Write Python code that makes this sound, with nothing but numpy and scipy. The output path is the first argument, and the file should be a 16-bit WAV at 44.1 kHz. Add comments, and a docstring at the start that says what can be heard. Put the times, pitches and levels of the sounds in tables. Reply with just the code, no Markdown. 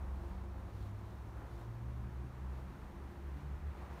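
"""A soft cloth wipes gently over a car's rear window, close to the microphone, outdoors in a light wind.
Each stroke is a dull rub of the pad on the glass, with a fine hiss of fibres catching and letting go.
Behind it, wind rumbles under a wavering hum, as of an idling engine. In the distance a car speeds up
steadily, its engine tones climbing and its tyres hissing louder, against a wash of far traffic."""
import sys
import numpy as np
from scipy import signal
from scipy.fft import rfft, irfft
from scipy.io import wavfile

SR = 44100
rng = np.random.default_rng(int(sys.argv[2]) if len(sys.argv) > 2 else 0)


def digitize_waveform(pressure):
    """Quantize a signal to 16-bit integers and store it at the path in sys.argv[1].

    Rows of a 2-D input are taken as channels; values are limited to [-1, 1].
    """
    field = np.atleast_2d(pressure).T
    bounded = np.clip(field, -1, 1)
    quanta = np.round(bounded * 32767).astype(np.int16)
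    wavfile.write(sys.argv[1], SR, quanta)


N = 176400

# cloth strokes (time of greatest speed [s], rise [s], fall [s], rub level [dB], fibre hiss level [dB])
CLOTH_STROKES = [(0.02, .10, 0.12, -61, -79), (0.28, 0.099, 0.12, -60.5, -76), (0.58, 0.045, .12, -63, -81),
                 (0.865, 0.12, 0.028, -65.5, -70), (1.14, 0.13, 0.059, -68, -75.5),
                 (1.41, 0.047, .06, -57.5, -87), (1.62, 0.14, 0.029, -62, -72),
                 (2.57, 0.068, .05, -61.5, -75), (2.72, 0.089, 0.14, -65.5, -81),
                 (3.13, 0.033, 0.035, -77, -78.5), (3.39, 0.026, 0.042, -76, -73.5),
                 (3.82, 0.07, 0.088, -57.5, -75.5), (3.98, 0.095, .12, -57.5, -73.5)]
# spectrum of the pad rubbing on the glass (frequency [Hz], relative level [dB])
RUB_SPECTRUM = [(150, -11), (400, 0.5), (800, -1), (1150, -1.5), (1700, -8.5), (2500, -18), (4000, -35),
                (9000, -36), (16000, -58)]
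# resonances of the window under the pad (frequency [Hz], width [Hz], gain [dB])
WINDOW_RESONANCES = [(513, 26, 4), (713, 41, 3.5), (836, 52, 5), (960, 63, 4.5), (1156, 53, 0)]
# spectrum of the catching fibres (frequency [Hz], relative level [dB])
FIBRE_SPECTRUM = [(700, -2), (2000, -0.5), (3800, 5), (6000, -3.5), (9000, -6), (13000, -8), (16000, -7)]
# spectrum of the wind rumble (frequency [Hz], relative level [dB])
WIND_SPECTRUM = [(18, -32.5), (30, -14), (40, 1.5), (53, 2.5), (80, -2.5), (105, -2.5), (140, -6),
                 (200, -8.5), (300, -21), (600, -53), (2000, -94)]
# swell and fade of the idling hum (time [s], relative level [dB])
HUM_LEVELS = [(0, -40.5), (0.12, -41), (0.35, -46), (0.55, -44.5), (0.85, -53), (1.2, -50.5), (1.5, -49.5),
              (1.63, -66.8), (1.77, -55), (1.89, -43.5), (2.2, -45.5), (2.33, -54.5), (2.46, -43),
              (2.65, -44.5), (2.88, -63), (3.07, -49), (3.5, -45.5), (4, -51)]
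# fainter machine tones above the hum (frequency [Hz], level [dB], waver [dB])
MACHINE_TONES = [(190.8, -62.5, 4), (285.8, -72, 5), (347.4, -65, 4), (536, -75.5, 2)]
# engine of the distant car (time [s], relative crankshaft level [dB], relative firing level [dB])
ENGINE_LEVELS = [(0, -53, -55.5), (0.45, -52.5, -53.5), (0.6, -59, -57.5), (0.85, -63, -44.5),
                 (1.1, -66, -52), (1.45, -50.5, -57.5), (1.8, -60, -47), (2.1, -56, -52.5),
                 (2.55, -60, -55), (2.9, -58, -69), (3.15, -45.5, -71), (3.35, -52, -55), (3.5, -52.5, -52),
                 (3.68, -41.5, -61.5), (3.85, -62.1, -65), (4, -62, -63)]
# spectrum of its tyre hiss (frequency [Hz], relative level [dB])
TYRE_SPECTRUM = [(600, -26), (1200, 0.5), (1900, 2.5), (2700, -7), (4000, -16.5), (9000, -33)]
# spectrum of far traffic and still air (frequency [Hz], relative level [dB])
TRAFFIC_SPECTRUM = [(150, -2), (350, 4), (520, -3), (1000, -0.5), (1500, -8), (2200, -15), (3200, -21.5),
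                    (5000, -25.5), (8000, -29), (12000, -31.5), (16000, -32.5)]
# narrow dips in the microphone's treble (frequency [Hz], width [Hz], gain [dB])
MICROPHONE_DIPS = [(4940, 180, -3.5), (7670, 430, -2.5), (10400, 380, -4)]


def cloth(t, catches_per_s=2500, scatter_db=1.5, contact_db=-87):
    """Close up, each stroke swells and dies: the pad rubs the glass while fibres catch and let go."""
    rub_power, hiss_power = 0, undb(contact_db) ** 2  # a faint hiss stays between strokes
    for at, rise, fall, rub_db, hiss_db in CLOTH_STROKES:
        speed = np.exp(-((t - at) / np.where(t < at, rise, fall)) ** 2)
        rub_power += speed * undb(rub_db) ** 2
        hiss_power += speed * undb(hiss_db) ** 2
    caught = rng.random(N) < catches_per_s / SR
    size = undb(scatter_db * np.minimum(rng.exponential(size=N), 5))
    fibres = colour(caught * size * rng.choice([-1, 1], N), FIBRE_SPECTRUM)
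    rub = colour(shape_bands(rng.standard_normal(N), WINDOW_RESONANCES), RUB_SPECTRUM)
    grip = undb(0.68 * wander(25))
    return grip * (np.sqrt(rub_power) * rub + np.sqrt(hiss_power) * fibres)


def wind(level_db=-52.5, gust_db=1.06):
    """Low turbulence in the open air comes in mild gusts."""
    return colour(rng.standard_normal(N), WIND_SPECTRUM) * undb(level_db + gust_db * wander(2.6))


def idle_hum(t, hum_hz=66.6, gain_db=-1):
    """Behind the cloth a low hum swells and fades, with thin unsteady tones above it."""
    hum = tone(hum_hz * (1 + 0.0062 * wander(2.43)))
    hum *= undb(curve(t, HUM_LEVELS) + gain_db + 0.71 * wander(12))
    for hz, level_db, waver_db in MACHINE_TONES:
        whine = tone(hz * (1 + 0.01114 * wander(12.15)))
        waver = unit(undb(waver_db * wander(7.3)))
        hum += whine * undb(level_db) * waver
    return hum


def distant_engine(t, start_hz=86, rise_hz_per_s=16.7, overtone_db=-24.5, gain_db=1):
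    """Crankshaft and firing tones climb together; distance leaves only a trace of the overtones."""
    firing_hz = (start_hz + rise_hz_per_s * t) * (1 + 0.0035 * wander(3.94))
    crankshaft = tone(firing_hz / 2) * undb(curve(t, ENGINE_LEVELS, column=1) + 0.94 * wander(13))
    firing = tone(firing_hz) + undb(overtone_db) * (tone(1.5 * firing_hz) + tone(2 * firing_hz))
    firing *= undb(curve(t, ENGINE_LEVELS, column=2) + 1.1 * wander(10))
    return undb(gain_db) * (crankshaft + firing)


def distant_tyres(t, start_db=-83.5, rise_db_per_s=4):
    """The distant car's tyres hiss louder as it gathers speed."""
    return colour(rng.standard_normal(N), TYRE_SPECTRUM) * undb(start_db + rise_db_per_s * t)


def far_traffic(level_db=-58):
    """Farthest from the microphone, traffic blends into an even wash."""
    return colour(rng.standard_normal(N), TRAFFIC_SPECTRUM) * undb(level_db + 0.31 * wander(3.1))


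def undb(db):
    """Decibels to gain."""
    return 10 ** (np.asarray(db) / 20)


def unit(x):
    """Scale to rms 1."""
    return x / np.sqrt(np.mean(x ** 2))


def curve(t, table, column=1):
    """One column of a table, joined by straight lines in time."""
    table = np.array(table)
    return np.interp(t, table[:, 0], table[:, column])


def wander(rate):
    """A smooth random drift of rms 1 that changes about rate times a second."""
    f = np.arange(N + 1) * SR / (2 * N)
    spectrum = rfft(rng.standard_normal(2 * N)) * np.exp(-(f / rate) ** 2)
    return unit(irfft(spectrum)[:N])


def tone(hz):
    """A sine of rms 1 that follows a pitch curve."""
    return np.sqrt(2) * np.sin(2 * np.pi * (np.cumsum(hz) / SR + rng.random()))


def colour(x, points):
    """Filter by a curve of (frequency [Hz], relative level [dB]) points, then scale to rms 1."""
    hz, db = np.array(points).T
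    f = np.maximum(np.arange(N // 2 + 1) * SR / N, 1)
    response_db = np.interp(np.log(f), np.log(hz), db)
    return unit(irfft(rfft(x) * undb(response_db), N))


def shape_bands(x, bands):
    """Raise or dip narrow bands given as (frequency [Hz], width [Hz], gain [dB])."""
    f = np.arange(N // 2 + 1) * SR / N
    response_db = sum(db * np.exp(-((f - hz) / width) ** 2) for hz, width, db in bands)
    return irfft(rfft(x) * undb(response_db), N)


def scene():
    """From one spot by the window: the cloth close by, over wind and distant engines."""
    t = np.arange(N) / SR
    return (cloth(t) + wind() + far_traffic() + idle_hum(t) + distant_engine(t) + distant_tyres(t))[None]


def record(dry):
    """One microphone with a few narrow dips in the treble; the top is cut above 15.5 kHz."""
    top_cut = signal.ellip(10, .1, 80, 15500, fs=SR, output="sos")
    return signal.sosfilt(top_cut, shape_bands(dry, MICROPHONE_DIPS))


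dry = scene()
out = record(dry)
digitize_waveform(out)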